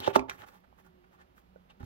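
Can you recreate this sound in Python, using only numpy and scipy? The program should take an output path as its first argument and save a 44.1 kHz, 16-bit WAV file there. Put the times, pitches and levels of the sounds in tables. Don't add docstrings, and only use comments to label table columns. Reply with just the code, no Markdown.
import sys
import numpy as np
from scipy import signal
from scipy.fft import rfft, irfft
from scipy.io import wavfile
from scipy.ndimage import uniform_filter1d

SR = 44100
rng = np.random.default_rng(int(sys.argv[2]) if len(sys.argv) > 2 else 0)


def pcm_store(signal):
    levels = np.round(np.clip(np.atleast_2d(signal), -1, 1) * 32767)
    wavfile.write(sys.argv[1], SR, levels.astype(np.int16).T)


N = 81585
HZ, T = np.fft.rfftfreq(N, 1 / SR), np.arange(N) / SR


def amp(db):
    return 10 ** (np.asarray(db) / 20)


def unit(x):
    return x / np.sqrt(np.mean(x ** 2) + 1e-20)


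def curve(points, hz=HZ):
    freqs, values = np.transpose(points)
    return np.interp(np.log(hz + 1), np.log(freqs + 1), values)


def colour(x, gain):
    size = 4096
    gain = unit(np.interp(np.fft.rfftfreq(size, 1 / SR), HZ, gain))
    cepstrum = irfft(np.log(np.maximum(gain, 1e-5)))
    cepstrum[1:size // 2] *= 2
    cepstrum[size // 2 + 1:] = 0
    impulse = irfft(np.exp(rfft(cepstrum)))[None, :size // 2]
    return signal.oaconvolve(x, impulse, axes=1)[:, :N]


def grains(spread_db):
    size = amp(spread_db * np.minimum(rng.exponential(1, N // 16 + 1), 4)).repeat(16)[:N]
    return unit(rng.standard_normal((2, N)) * size)


# freq_hz, lead_rad
LEFT_LEAD = [(60, 0.5), (170, 0.04), (280, 2.0), (420, 1.5), (900, 3), (2000, 3.5), (3500, 5), (7000, 3),
             (14000, 1.54)]
# freq_hz, coherence
CLOSE_COHERENCE = [(60, 0.9), (300, 0.98), (900, 0.64), (2000, 0.63), (4000, 0.46), (14000, 0.38)]
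# freq_hz, left_gain_db
DISK_PAN = [(60, -5), (270, -7), (500, -7), (1000, -7.5), (2000, -5), (3300, 0.5), (6000, 6), (9000, 6.5),
            (14000, -3)]
# freq_hz, left_gain_db
BACKGROUND_PAN = [(60, -3.5), (200, -4.5), (400, -7), (1300, -4.5), (2500, -9), (5000, -4), (8000, -1.5),
                  (14000, -7)]
def mic_pair(x, pan, coherence=CLOSE_COHERENCE):
    common, wide = rfft(x)
    alike = np.clip(curve(coherence), 0, 1)
    blend = alike * common + np.sqrt(1 - alike ** 2) * wide
    left = blend * amp(curve(pan)) * np.exp(1j * curve(LEFT_LEAD))
    return irfft(np.array([left, common]), N)


# freq_hz, gain_db
AIR_EQ = [(20, -9.5), (60, 5.5), (120, -5), (250, -1.5), (400, -8.5), (700, -6), (1500, -14), (3000, -20),
          (5000, -29), (8500, -41.5), (13000, -31), (15500, -34.5)]
# freq_hz, coherence
AIR_COHERENCE = [(60, 0.63), (150, 1), (400, 1), (1200, 0.598), (3000, .3), (14000, .1)]
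# pitch_hz, level_db
HUM_PARTIALS = [(62, -74), (183, -68), (366, -71)]
def room_tone():
    air_db, waver = -63, 0.71
    bed = amp(air_db) * unit(irfft(rfft(rng.standard_normal((2, N))) * amp(curve(AIR_EQ)), N))
    for hz, db in HUM_PARTIALS:
        drift = unit(irfft(rfft(rng.standard_normal((2, N))) / (1 + (HZ / 5) ** 2), N))
        tone = np.sin(2 * np.pi * hz * T + 2 * waver * drift[1])
        bed[0] += amp(db) * unit((1 + waver * drift[0]) * tone)
    return mic_pair(bed, BACKGROUND_PAN, AIR_COHERENCE)


# freq_hz, t60_s
REVERB_DECAY = [(100, .33), (300, .27), (800, .28), (2000, .18), (5000, .14), (15000, .09)]
# freq_hz, gain_db
REVERB_EQ = [(100, -8.5), (300, -5), (800, -9.5), (2000, -8), (5000, -4), (15000, -4.5)]
# freq_hz, coherence
REVERB_COHERENCE = [(60, 0.45), (300, 1), (900, 0.23), (2000, 0.34), (4000, 0.86), (14000, 0.36)]
def room_reverb(x):
    early_db, late_db, early_t60_s, predelay_s = -5, -8, 0.034, 0.0022
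    t = T[:SR // 2]
    early, late = rng.standard_normal((2, 2, len(t))) * (t > predelay_s)
    early = early * amp(-60 * t / early_t60_s)
    hz, frame_s, bands = signal.stft(late, SR, nperseg=256)
    fade = amp(-60 * frame_s / curve(REVERB_DECAY, hz)[:, None])
    late = signal.istft(bands * fade, SR)[1][:, :len(t)]
    impulse = (amp(late_db) * unit(late) + amp(early_db) * unit(early)) / np.sqrt(len(t))
    wet = signal.fftconvolve(x[None], impulse, axes=1)[:, :N]
    tint = amp(curve(REVERB_EQ))
    return mic_pair(colour(wet, tint) * np.sqrt(np.mean(tint ** 2)), DISK_PAN, REVERB_COHERENCE)


# freq_hz, gain_db
HISS_EQ = [(100, -41), (3000, -4.5), (6000, -2), (9000, -7), (12000, 2), (15500, 4)]
# start_s, end_s, level_db
GRIP_CUES = [(.0, 0.14, -73), (0.325, 0.605, -72), (0.757, 0.896, -81.5), (1.353, 1.424, -69.5)]
def finger_rustle():
    gate = sum(amp(db) * (T > start) * (T < end) for start, end, db in GRIP_CUES)
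    ticks = uniform_filter1d(gate, size=400) * grains(spread_db=10)
    return mic_pair(colour(ticks, amp(curve(HISS_EQ))), BACKGROUND_PAN)


# centre_hz, width_hz, boost_db
SHELL_PEAKS = [(836.7, 99, 7.6), (1154.4, 93.8, 5.87), (1439, 95, 6.1), (1799, 200, 4), (2020, 51, 3.9),
               (2697, 150, 2.1), (3240, 120, 4.1), (3745, 141.2, 5), (4240, 52, 4.3), (5810, 360, 6),
               (7020, 270, 4.95)]
def shell_ring():
    return amp(sum(db / (1 + (2 * (HZ - hz) / width) ** 2) for hz, width, db in SHELL_PEAKS))


# freq_hz, gain_db
RUB_EQ = [(60, -12), (200, 10), (400, 16.5), (850, 15), (1600, 11.5), (3200, -0.5), (6000, -17.5),
          (9000, -25.5), (15500, -35)]
# start_s, length_s, level_db, centre_hz, relative_hiss_db, rub_left_gain_db
SLIDE_CUES = [(-.02, 0.077, -46.5, 750, -22, 7), (0.013, 0.033, -43, 2430, -22, 2),
              (0.031, 0.036, -38.5, 3010, -23, 2.5), (0.057, 0.025, -35, 3230, -22, 3),
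              (0.08, 0.043, -39.5, 2320, -20, -5), (0.127, 0.051, -41.5, 2550, -14.5, 8.5),
              (0.143, 0.02, -32, 2900, -22, -3), (0.281, .02, -41, 1430, -52, -4),
              (0.305, 0.073, -52.5, 1530, -12.5, -0.5), (0.367, 0.081, -49.5, 2150, -16, -0.5),
              (0.424, .028, -44.5, 1300, -41, -28), (0.453, 0.06, -54, 1395, -11, 2),
              (0.5, 0.095, -56, 863, -15, -2), (0.634, 0.021, -57, 1250, -30, -9),
              (0.772, 0.048, -57.5, 1480, -13.5, -5.5), (0.832, 0.061, -61, 1400, -13.5, -11),
              (1.036, .018, -61.5, 2000, -26.5, -0.5), (1.104, 0.072, -61, 1093, -16.5, 0),
              (1.174, 0.069, -59, 1400, -22, 2), (1.353, 0.059, -63.5, 1700, -7, 3),
              (1.688, 0.04, -57.5, 2700, -32.5, 0), (1.792, 0.04, -53, 897, -24, 1)]
def slides():
    rise_share, fall_share, width_octaves, rub_trim_db = 0.38, 0.4, 0.5, -5.5
    out, hiss = np.zeros((2, N)), np.zeros((2, N))
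    ring, rub = shell_ring(), amp(curve(RUB_EQ) + rub_trim_db)
    for start, length, db, hz, hiss_db, left_db in SLIDE_CUES:
        progress = (T - start) / length
        stroke = amp(db) * np.clip(np.minimum(progress / rise_share, (1 - progress) / fall_share), 0, 1)
        peak = np.exp(-(np.log2((HZ + 1) / hz) / width_octaves) ** 2)
        scrape = colour(stroke * grains(spread_db=1), (peak + rub) * ring)
        out += mic_pair(scrape, DISK_PAN) * amp([[left_db], [0]])
        hiss += amp(hiss_db) * stroke * grains(spread_db=1)
    return out + mic_pair(colour(hiss, amp(curve(HISS_EQ))), DISK_PAN)


# peak_s, level_db, half_length_s, pitch_hz
CHATTER_CUES = [(.046, -45.5, 0.018, 3110), (0.158, -19.5, 0.003, 1464), (0.1947, -34.5, 0.0022, 2330),
                (0.3, -35.5, 0.004, 2393), (.438, -60.5, 0.014, 1147), (.439, -57, 0.0099, 1400),
                (.44, -62, .012, 820), (1.216, -58.5, .012, 1780), (1.705, -60.5, 0.0068, 2752)]
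def edge_chatter():
    relative_bandwidth = 0.06
    out = np.zeros((2, N))
    for peak_s, db, half_length, hz in CHATTER_CUES:
        b, a = signal.iirpeak(hz, 1 / relative_bandwidth, fs=SR)
        swell = np.exp(-np.minimum(((T - peak_s) / half_length) ** 2, 50))
        out += amp(db) * swell * unit(signal.lfilter(b, a, rng.standard_normal((2, N))))
    return mic_pair(out, DISK_PAN)


# freq_hz, gain_db
SHELL_EQ = [(100, -29), (600, -6.5), (1300, 10.5), (2500, 3.5), (4000, -2), (6000, -9), (9000, -16),
            (12500, -6), (15500, -8.5)]
# start_s, level_db, decay_s, treble_tilt_db_per_octave, left_gain_db
CLATTER_CUES = [(.003, -32.5, 0.0012, 2, -7), (0.0755, -30.5, 0.0069, -3.5, -1),
                (0.1607, -19, 0.0013, -2.5, -1), (0.1621, -20, .0022, 0, 4.5),
                (0.195, -37.5, 0.0018, -7.5, -11.5), (.297, -25, 0.0012, -2.5, -2.5),
                (.310, -25, 0.0013, -8, -3), (0.3156, -37.5, 0.0028, -7.5, -8.5), (.40, -58, 0.0041, 3, 4),
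                (0.419, -60, 0.0028, -4.5, 21.5), (0.486, -40, 0.0012, -0.5, -8),
                (0.865, -64.5, .002, 1, 7.5), (1.379, -47, 0.0025, -12, -8), (1.801, -58, 0.0038, 2.5, -3),
                (1.818, -61, 0.002, -2, -12), (1.828, -53, 0.009, -1.5, -14),
                (1.842, -54.5, 0.0042, 2.5, 0)]
def clatter():
    attack_s = 0.0001
    out, shell = np.zeros((2, N)), shell_ring() * amp(curve(SHELL_EQ))
    treble_octaves = np.log2(np.maximum(HZ / 2000, 1))
    for start, db, decay, tilt_db, left_db in CLATTER_CUES:
        t = np.maximum(T - start, 0)
        envelope = (1 - np.exp(-t / attack_s)) * np.exp(-np.minimum(t / decay, 50))
        click = colour(grains(spread_db=3) * envelope, shell * amp(tilt_db * treble_octaves))
        out += amp([[db + left_db], [db]]) * mic_pair(click, DISK_PAN)
    return out


def struck(hits, modes, attack_s):
    out = np.zeros(N)
    for start, db in hits:
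        t = np.maximum(T - start, 0)
        ring = sum(amp(mode_db - 60 * t / t60) * np.sin(2 * np.pi * hz * t) for hz, mode_db, t60 in modes)
        out += amp(db) * (1 - np.exp(-t / attack_s)) * ring
    return out


# start_s, level_db
TAP_CUES = [(1.5595, -40), (1.8045, -51.5)]
# pitch_hz, gain_db, t60_s
TAP_RING = [(511, 1.5, 0.028), (588, -3, 0.032), (1470, -10, 0.042)]
def shell_taps():
    return struck(TAP_CUES, TAP_RING, attack_s=0.00073)


# start_s, level_db
LAY_CUES = [(1.806, -38), (1.8305, -38.5), (1.841, -45.5)]
# pitch_hz, gain_db, t60_s
LAY_RING = [(174.5, -4, 0.064), (247, 2, .07), (381, -5.5, 0.067), (806, 1, 0.018)]
def lay_flat():
    return struck(LAY_CUES, LAY_RING, attack_s=0.0024)


# start_s, level_db, pitch_hz, t60_s
THUMP_CUES = [(-.002, -38, 98.6, .12), (0.079, -27, 113.5, .08), (0.191, -39.5, 64, 0.19),
              (0.296, -49.5, 100, 0.16), (0.392, -48.5, 109.5, 0.22), (1.8053, -38, 81.6, 0.1036),
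              (1.832, -29, 101, 0.073)]
def desk_thumps():
    return sum(struck([(start, db)], [(hz, 0, t60)], attack_s=0.00079)
               for start, db, hz, t60 in THUMP_CUES)


# start_s, level_db
LANDING_CUES = [(-.002, -41), (.163, -19.5)]
# pitch_hz, gain_db, t60_s
DESK_LOW_MODES = [(264, 0, .22), (294, -10, .16)]
def desk_low_ring():
    return struck(LANDING_CUES, DESK_LOW_MODES, attack_s=0.0027)


# pitch_hz, gain_db, t60_s
DESK_RING = [(117, -41.5, 0.7), (398.2, -16, 0.13), (511, -24.5, .06), (554, -32, 0.078),
             (706, -25.5, 0.33), (851, -25.5, 0.1), (881, -9.5, 0.082), (932, -20, .1), (1073, -21.5, 0.11),
             (1160, -31.5, 0.064), (1432, -24, 0.11), (1810, -23.5, .07)]
# peak_s, level_db, pitch_hz, ring_send_db
KNOCK_CUES = [(.002, -40, 600, 16), (0.0751, -25.5, 1440, -13.5), (.0774, -8.5, 733, -14),
              (0.081, -10.5, 561.4, 8), (0.155, -25, 1195, -2), (0.1576, -8, 1129, -22.5),
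              (0.161, 1, 867, -6.5), (0.1642, -9, 495, 9.5), (0.1942, -21.5, 877, -12),
              (0.296, -26, 1252, -2.5), (.728, -44, 800, -18), (1.8317, -38.5, 750, -17)]
def desk_knocks():
    push_damping = 0.23
    out, t = np.zeros(N), T[:SR // 2]
    desk = sum(amp(db - 60 * t / t60) * -np.cos(2 * np.pi * hz * t) for hz, db, t60 in DESK_RING)
    for peak_s, db, hz, send_db in KNOCK_CUES:
        phase = 2 * np.pi * hz * (T - peak_s)
        force = np.exp(-np.minimum((phase / 2) ** 2, 100))
        push = -force ** push_damping * np.cos(phase)
        ring = signal.oaconvolve(force / force.sum(), desk)[:N]
        out += amp(db) * (push + amp(send_db) * ring)
    return out


def scene():
    blows = desk_knocks() + desk_thumps() + desk_low_ring() + shell_taps() + lay_flat()
    impacts = mic_pair(np.array([blows, np.zeros(N)]), DISK_PAN)
    direct = impacts + clatter() + slides() + edge_chatter() + finger_rustle()
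    return direct + room_reverb(direct[1]) + room_tone()


def record(dry):
    low_cut_hz, high_cut_hz = 12, 15850
    low_cut = signal.butter(2, low_cut_hz, "high", fs=SR, output="sos")
    high_cut = signal.firwin(401, high_cut_hz, window=("kaiser", 9), fs=SR)
    return signal.oaconvolve(signal.sosfilt(low_cut, dry), high_cut[None], "same")


dry = scene()
out = record(dry)
pcm_store(out)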